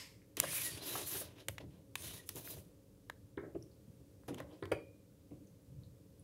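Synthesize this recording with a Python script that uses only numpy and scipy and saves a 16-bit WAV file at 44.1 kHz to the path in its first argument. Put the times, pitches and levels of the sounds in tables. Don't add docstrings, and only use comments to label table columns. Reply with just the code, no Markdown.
import sys
import numpy as np
from scipy import signal
from scipy.fft import rfft, irfft
from scipy.io import wavfile
from scipy.ndimage import uniform_filter1d

SR = 44100
rng = np.random.default_rng(int(sys.argv[2]) if len(sys.argv) > 2 else 0)


def wrap_up_sound(samples):
    columns = np.atleast_2d(samples).T
    tamed = np.clip(columns, -1, 1)
    steps = np.round(tamed * 32767).astype(np.int16)
    wavfile.write(sys.argv[1], SR, steps)


N = 274743

# freq_hz, density_db
AIR_SPECTRUM = [(24, -47), (40, -18), (106, -2.5), (140, -13), (203, -5.5), (224, -17), (281, -8),
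                (361, -18), (389, -13.5), (552, -17.5), (726, -31), (980, -31.5), (1790, -37.5),
                (12200, -37), (15700, -40)]
# freq_hz, rms_db
MOTOR_LINES = [(48.4, -78.5), (102.3, -74.5), (118.4, -72), (193.8, -80), (274.5, -79), (296.1, -75.5),
               (441.4, -81.5), (489.9, -80.5), (543.7, -77.5)]
# freq_hz, density_db
CLATTER_SPECTRUM = [(590, -21), (1000, -10), (1460, -18.5), (1740, -9), (2110, -3), (2450, -7), (3080, -8),
                    (4060, -11), (4310, -7), (5360, -4.5), (5800, -12.5), (8010, -12.5), (9630, -18),
                    (12800, -17), (15600, -29)]
# start_s, level_db, hold_s
HAND_SHIFTS = [(.39, -50.5, 0.019), (.7, -54.5, 0.075), (1.46, -57, .03), (1.62, -55, 0.083),
               (1.98, -58.5, 0.12), (2.54, -55.5, 0.023), (3.23, -59, .03), (5.679, -54.5, .14)]
# start_s, peak_db, pitch_hz
SHARP_TICKS = [(.218, -59.5, 2100), (0.532, -37, 1310), (2.475, -40, 1870), (3.373, -51.5, 3280),
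               (3.549, -61, 2410), (3.625, -48.5, 5630), (3.627, -59.5, 10600), (3.715, -62.5, 4700),
               (4.235, -57.5, 1300), (4.328, -55.5, 2500), (4.624, -58, 9050), (4.626, -46, 3580),
               (4.636, -54, 4200), (5.308, -66.5, 2500), (5.472, -60, 6370), (5.835, -57.5, 4200),
               (6.196, -56, 9600)]
# start_s, tear_db, pop_db, pop_hz, t60_s
RUBBER_SNAPS = [(0.3686, -33, -34.5, 4500, 0.021), (.4, -9, -26.5, 2500, 0.0063),
                (1.484, -25, -25.5, 2530, 0.014), (1.581, -61, -33.5, 1990, 0.02),
                (1.9544, -30, -28, 2500, 0.017), (2.0083, -44, -62, 1500, 0.0095),
                (2.021, -38, -53, 2500, .0095), (2.2903, -28, -34.5, 4740, 0.013),
                (2.3578, -37, -56, 2500, 0.0075), (3.0979, -46, -31.5, 1250, .011),
                (4.2798, -47, -50.5, 1200, 0.0063), (4.3442, -44, -43, 2500, .0066),
                (4.3832, -49, -44, 1500, 0.0076), (4.4018, -49, -41, 1400, 0.012),
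                (4.654, -62, -44, 2200, 0.019)]
# low_hz, high_hz
SNAP_BANDS_HZ = ((6500, 15700), (3500, 6500), (2000, 3500), (1000, 2000), (300, 1000))
# time_s, hiss_db, dull_db (mids minus hiss)
STROKES = [
    [(.376, -58.5, 10), (.391, -53, 0.5), (.41, -57, 3.5), (.444, -47, -2), (.468, -51.5, -4),
     (.546, -41, -10.5), (.604, -43, -10.5), (.654, -41.5, -11), (.72, -51, -5.5), (.8, -60.5, 2.5)],
    [(.808, -62.5, 4), (.862, -48.5, -5), (.976, -47, -3.5), (1.038, -52.5, -3.5), (1.084, -47.5, -11.5),
     (1.15, -47, -6), (1.206, -46.5, -10), (1.348, -86, 11.5), (1.404, -66.5, 5.5), (1.456, -97, 12)],
    [(1.495, -61, 6.5), (1.511, -65.5, -17), (1.598, -83, 7), (1.607, -71, 9.5), (1.666, -99.5, 9),
     (1.748, -88, 10.5), (1.826, -101, 17.5)],
    [(1.965, -62.5, -5), (2.051, -50, -7), (2.151, -53, -9.5), (2.189, -58.5, -6.5), (2.251, -78, 2.5),
     (2.271, -64, -17), (2.3, -62.5, -2), (2.342, -61, -11)],
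    [(2.35, -60, -8), (2.372, -52, -5.5), (2.436, -63, -8), (2.504, -50.5, -10.5), (2.584, -60.5, -7),
     (2.636, -73.5, -10), (2.72, -91.5, 0.5)],
    [(4.285, -58.5, 1), (4.335, -79, 5), (4.343, -67, 4), (4.369, -82, 3), (4.385, -67, 10.5),
     (4.467, -95, 7.5), (4.52, -87.5, 19.5), (4.61, -94.5, 12)],
]
# top_db, whistle_db, body_db
STROKE_TONE = [(-2., 1.5, -3.5), (1.5, -2, -0.5), (1., -2., 3.5), (-1., -9, 1.5), (3., -8., 5.),
               (-3., -0.5, 5.5)]
# freq_hz, density_db
SLIDE_SPECTRUM = [(120, -40), (200, -16), (293, 5), (489, -4), (631, -3), (771, -11.5), (977, -3.5),
                  (1280, -11.5), (1880, -7.5), (2180, -9), (4120, 0.5), (5620, -4.5), (8240, -11.5),
                  (10100, -3), (15600, -10)]
# low_hz, high_hz, offset_db, dull_share
HISS_BANDS = [(6600, 11500, -1, 0.), (11500, 15800, -6, -0.42), (3200, 6130, -0.07, 0.67),
              (1200, 3220, 0., 1.), (250, 850, 1, 1.29)]
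# freq_hz, width_hz, gain_db
FOLD_MODES = [(2500, 230, -2), (3950, 340, 0), (4950, 220, -3.5), (6300, 100, -3), (7150, 45, -5.5),
              (8900, 560, 2.5), (11200, 300, -11), (12250, 350, 3), (13200, 300, -3)]
# start_s, peak_db, spot_hz, crack_offset_db, rise_s, wall_send_db
TRAY_KNOCKS = [(.432, -32, 590, -0.5, 0.0078, -14), (.948, -37.5, 810, -1.5, 0.0092, -10),
               (1.141, -47.5, 410, 5, 0.012, -8), (1.211, -44.5, 600, -3.5, 0.006, -10),
               (1.4844, -36, 550, -23, 0.0016, -19), (1.603, -47.5, 560, -20.5, 0.0021, -9.5),
               (1.63, -47.5, 300, -30.5, 0.0092, -7.5), (2.351, -43, 330, -15.5, 0.0037, -8),
               (2.56, -49, 430, -21, 0.011, -8), (3.373, -32.5, 361, -7, .0055, -5.5),
               (3.424, -47, 450, -10.5, 0.014, -1.5), (3.546, -33, 355, -28.5, .011, -14),
               (3.877, -47, 182, -38, 0.0073, -11), (4.0, -56.5, 360, -34.5, 0.0058, -8),
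               (4.283, -35, 480, -10.5, 0.0019, -7.5), (4.306, -35.5, 301, -26, 0.0053, -7),
               (4.401, -38.5, 560, -7.5, 0.0021, -8.5), (4.623, -33.5, 360, -7.5, 0.0047, -6.5),
               (4.713, -22, 460, -11.5, 0.0086, -13), (5.31, -44, 266, -41, .008, -6)]
# freq_hz, gain_db, t60_s
TRAY_MODES = [(170, 3, .07), (206, 1.5, .07), (289, 0.5, 0.071), (343, 2, 0.072), (385.2, 2.5, .055),
              (441, -3.5, .05), (550, 3, .05), (630, -2.5, .05), (761, -5.5, .06), (1006, -3.5, .05),
              (1130, -2, 0.087)]
# start_s, length_s, pitch_hz, level_db, roughness_hz
RUBBER_SQUEAKS = [(0.452, 0.061, 2100, -51, 350), (0.498, 0.027, 5130, -55, 150),
                  (0.575, 0.048, 2550, -57, 200), (0.634, 0.0904, 1935, -50, 45),
                  (.68, 0.097, 4600, -58, 300), (0.801, 0.042, 4120, -55.5, 150),
                  (0.855, 0.11, 4030, -54, 200), (.86, 0.15, 12700, -52, 300), (1.035, .07, 4260, -60, 200),
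                  (1.094, 0.088, 12500, -48, 300), (2.031, 0.2, 3950, -64, 250),
                  (2.045, 0.11, 3080, -64, 150), (2.169, 0.052, 1930, -62, 60),
                  (4.524, 0.029, 4330, -73, 900)]
# centre_hz, spread_hz, gain_db, t60_s
METAL_CLUSTERS = [(2380, 144, 9, 0.051), (2400, 75, -13, 0.56), (3070, 160, 0.5, 0.041),
                  (4740, 180, -4, 0.062), (9370, 135, -6, 0.072), (11400, 330, -21, 0.037),
                  (13900, 250, -14, .08), (15200, 200, -16, .04)]
# freq_hz, t60_s
ROOM_DECAY = [(200, 0.56), (1000, 0.28), (4000, .25), (12000, .12)]


def undb(db):
    return 10 ** (np.asarray(db) / 20)


def unit_rms(x):
    return x / np.sqrt(np.mean(x ** 2))


def at_peak(x, db):
    return x * undb(db) / np.abs(x).max()


def on_log(hz, table):
    freqs_hz, values = np.transpose(table)
    return np.interp(np.log(np.maximum(hz, 1)), np.log(freqs_hz), values)


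def colour(x, spectrum):
    gain = undb(on_log(np.fft.rfftfreq(len(x), 1 / SR), spectrum))
    return unit_rms(irfft(rfft(x) * gain, len(x)))


def band(x, edges_hz):
    return signal.sosfilt(signal.butter(3, edges_hz, "bandpass", fs=SR, output="sos"), x)


def ring(x, hz, width_hz):
    return signal.lfilter(*signal.iirpeak(hz, hz / width_hz, SR), x)


def smooth(x, samples):
    return uniform_filter1d(uniform_filter1d(x, samples), samples)


def wander(rate_hz):
    hold = int(SR / rate_hz)
    return smooth(np.repeat(rng.standard_normal(N // hold + 1), hold), hold)[:N]


def fade(t, t60_s):
    return np.exp(-np.log(1000) * t / t60_s)


def add(out, start_s, x):
    i = int(start_s * SR)
    out[i:i + len(x)] += x[:N - i]


def stroke_gain(law_db):
    t, gain = np.arange(N) / SR, 0
    for stroke, tone_db in zip(STROKES, STROKE_TONE):
        time_s, hiss_db, dull_db = np.transpose(stroke)
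        gate = np.interp(t, [time_s[0] - .004, time_s[0], time_s[-1], time_s[-1] + .009], [0, 1, 1, 0])
        gain = gain + gate * undb(np.interp(t, time_s, law_db(hiss_db, dull_db, *tone_db)))
    return gain


def air(rms_db=-64):
    return undb(rms_db + .72 * wander(4)) * colour(rng.standard_normal(N), AIR_SPECTRUM)


def motor_hum():
    t = np.arange(N) / SR
    return sum(undb(db + 1.8 * wander(8)) * 2 ** .5 * np.sin(2 * np.pi * (hz * t + rng.random()))
               for hz, db in MOTOR_LINES)


def clatter(start_db=-49.5):
    t = np.arange(N) / SR
    return undb(start_db) * fade(t, t60_s=.42) * colour(rng.standard_normal(N), CLATTER_SPECTRUM)


def grip_rumble(rest_db=-69.5, rise_s=.013):
    t = np.arange(SR // 2) / SR
    sliding = stroke_gain(lambda hiss_db, *_: -62 + .39 * (hiss_db + 50))
    power = undb(rest_db) ** 2 + sliding ** 2
    shakes = [(start_s, -57.5 + .46 * (knock_db + 44), 0) for start_s, knock_db, *_ in TRAY_KNOCKS]
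    for start_s, level_db, hold_s in HAND_SHIFTS + shakes:
        envelope = np.minimum(t / rise_s, 1) * fade(np.maximum(t - rise_s - hold_s, 0), t60_s=.45)
        add(power, start_s - rise_s / 2, (undb(level_db) * envelope) ** 2)
    return np.sqrt(power) * undb(2.7 * wander(25)) * unit_rms(band(rng.standard_normal(N), (65, 165)))


def ticks(half_width_hz=500):
    direct, to_walls = np.zeros((2, N))
    t = np.arange(1500) / SR
    for start_s, peak_db, pitch_hz in SHARP_TICKS:
        burst = rng.standard_normal(len(t)) * fade(t, t60_s=.0027)
        tick = at_peak(band(burst, (pitch_hz - half_width_hz, pitch_hz + half_width_hz)), peak_db)
        wall_send_db = -6 - .6 * (peak_db + 55)
        add(direct, start_s, tick)
        add(to_walls, start_s, undb(wall_send_db) * tick)
    return direct, to_walls


def snaps(tear_hz=10100, tear_db_per_oct=10.5, pop_db_per_oct=7):
    out, t = np.zeros(N), np.arange(2000) / SR
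    release = signal.unit_impulse(len(t), 20)
    for start_s, tear_db, pop_db, pop_hz, t60_s in RUBBER_SNAPS:
        envelope = np.minimum(t / .00044, 1) * fade(np.maximum(t - .001, 0), t60_s)
        tearing = rng.standard_normal(len(t)) * envelope
        for low_hz, high_hz in SNAP_BANDS_HZ:
            mid_hz = np.sqrt(low_hz * high_hz)
            tear_gain = undb(tear_db - tear_db_per_oct * np.log2(tear_hz / mid_hz))
            pop_gain = undb(pop_db - pop_db_per_oct * abs(np.log2(mid_hz / pop_hz)))
            burst = band(tearing + 16000 / high_hz * release, (low_hz, high_hz))
            add(out, start_s, np.hypot(tear_gain, pop_gain) * at_peak(burst, 0))
    return out


def slide_whistle(slips, pitch_hz=10100, width_hz=360):
    def law_db(hiss_db, dull_db, top_db, whistle_db, body_db):
        return hiss_db + whistle_db - 10.5 + .47 * (hiss_db + 50)

    whistle = unit_rms(ring(ring(slips, pitch_hz, width_hz), pitch_hz, width_hz))
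    flicker = undb(3 * wander(120) + 3 * wander(12))
    return stroke_gain(law_db) * flicker * whistle


def slides():
    slips = rng.standard_normal(N) * undb(1.1 * rng.exponential(size=N) + 1.9 * wander(150))
    out = slide_whistle(slips)
    folds = sum(undb(db + 7 * wander(14)) * ring(slips, hz, width_hz) for hz, width_hz, db in FOLD_MODES)
    stretch = 1 + .04 * wander(5)
    folds = np.interp(np.cumsum(stretch), np.arange(N), folds)
    friction = colour(slips + undb(-2.5) * folds, SLIDE_SPECTRUM)
    for low_hz, high_hz, offset_db, dull_share in HISS_BANDS:
        def law_db(hiss_db, dull_db, top_db, whistle_db, body_db):
            tone_db = top_db * (low_hz > 9000) + body_db * (low_hz < 600)
            return hiss_db + offset_db + dull_share * dull_db + tone_db

        flicker = undb(1.3 * wander(30))
        out += stroke_gain(law_db) * flicker * unit_rms(band(friction, (low_hz, high_hz)))
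    return out


def knocks(crack_top_hz=2100):
    direct, to_walls = np.zeros((2, N))
    t = np.arange(9000) / SR
    for start_s, peak_db, spot_hz, crack_offset_db, rise_s, wall_send_db in TRAY_KNOCKS:
        swell = np.sin(np.pi / 2 * np.minimum(t / rise_s, 1)) ** 2
        decay_s = np.maximum(t - rise_s, 0)
        modes = 0
        for hz, gain_db, t60_s in TRAY_MODES:
            distance_oct = abs(np.log2(hz / spot_hz))
            coupling_db = max(-33.5 * distance_oct, -22 - 6 * distance_oct)
            modes += undb(gain_db + coupling_db) * fade(decay_s, t60_s) * np.sin(2 * np.pi * hz * t)
        envelope = swell * fade(decay_s, t60_s=.057)
        rough = envelope * unit_rms(band(rng.standard_normal(len(t)), (.6 * spot_hz, 1.74 * spot_hz)))
        crack = band(rng.standard_normal(len(t)) * envelope, (700, crack_top_hz))
        crack = band(crack, (500, crack_top_hz))
        knock = at_peak(swell * modes + .31 * rough, peak_db) + at_peak(crack, peak_db + crack_offset_db)
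        add(direct, start_s, knock)
        add(to_walls, start_s, undb(wall_send_db) * knock)
    return direct, to_walls


def squeaks(sag_per_s=.25):
    out = np.zeros(N)
    for start_s, length_s, pitch_hz, level_db, roughness_hz in RUBBER_SQUEAKS:
        n = int(length_s * SR)
        glide_hz = pitch_hz * (1 - sag_per_s * np.arange(n) / SR)
        phase = 2 * np.pi * np.cumsum(glide_hz) / SR
        flutter_samples = int(SR / roughness_hz / 2)
        flutter = smooth(rng.standard_normal((2, n)), flutter_samples)
        steady = 12 / roughness_hz / np.sqrt(flutter_samples)
        tone = unit_rms(flutter[0] * np.cos(phase) + (flutter[1] + steady) * np.sin(phase))
        add(out, start_s, undb(level_db) * np.hanning(n) ** .5 * tone)
    return out


def clink(start_s=4.717, gain_db=-44.5, rise_s=.00053):
    out, t = np.zeros(N), np.arange(18000) / SR
    modes = 0
    for centre_hz, spread_hz, cluster_db, t60_s in METAL_CLUSTERS:
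        offsets = np.arange(-2, 3)[:, None] + rng.random((5, 1)) - .5
        modes_hz = centre_hz + spread_hz * offsets / 2
        cluster = np.sin(2 * np.pi * (modes_hz * t + rng.random((5, 1)))).sum(axis=0) / 2
        modes += undb(cluster_db) * fade(t, t60_s) * cluster
    crack = undb(-3) * band(rng.standard_normal(len(t)) * fade(t, t60_s=.058), (2000, 12000))
    add(out, start_s, undb(gain_db) * (modes * np.minimum(t / rise_s, 1) + crack))
    return out


def room(x, build_s=.003):
    t = np.arange(SR // 2) / SR
    tail = 0
    for hz in 110 * 2. ** np.arange(8):
        octave = band(rng.standard_normal(len(t)), (hz / 2 ** .5, hz * 2 ** .5))
        tail += octave * fade(t, on_log(hz, ROOM_DECAY))
    tail *= 1 - np.exp(-t / build_s)
    return signal.fftconvolve(x, tail / np.sqrt(np.sum(tail ** 2)))[:N]


def scene():
    rubbing, snap, metal = slides() + squeaks(), snaps(), clink()
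    knock, knock_send = knocks()
    tick, tick_send = ticks()
    direct = rubbing + snap + knock + tick + metal
    walls = room(undb(-17) * rubbing + undb(-21.5) * snap + knock_send + tick_send + undb(-9) * metal)
    return (direct + walls + grip_rumble() + air() + motor_hum() + clatter())[None]


def record(dry, low_hz=40, top_hz=15700):
    thinned = signal.sosfilt(signal.butter(3, low_hz, "highpass", fs=SR, output="sos"), dry)
    return signal.sosfilt(signal.ellip(10, .2, 70, top_hz, fs=SR, output="sos"), thinned)


dry = scene()
out = record(dry)
wrap_up_sound(out)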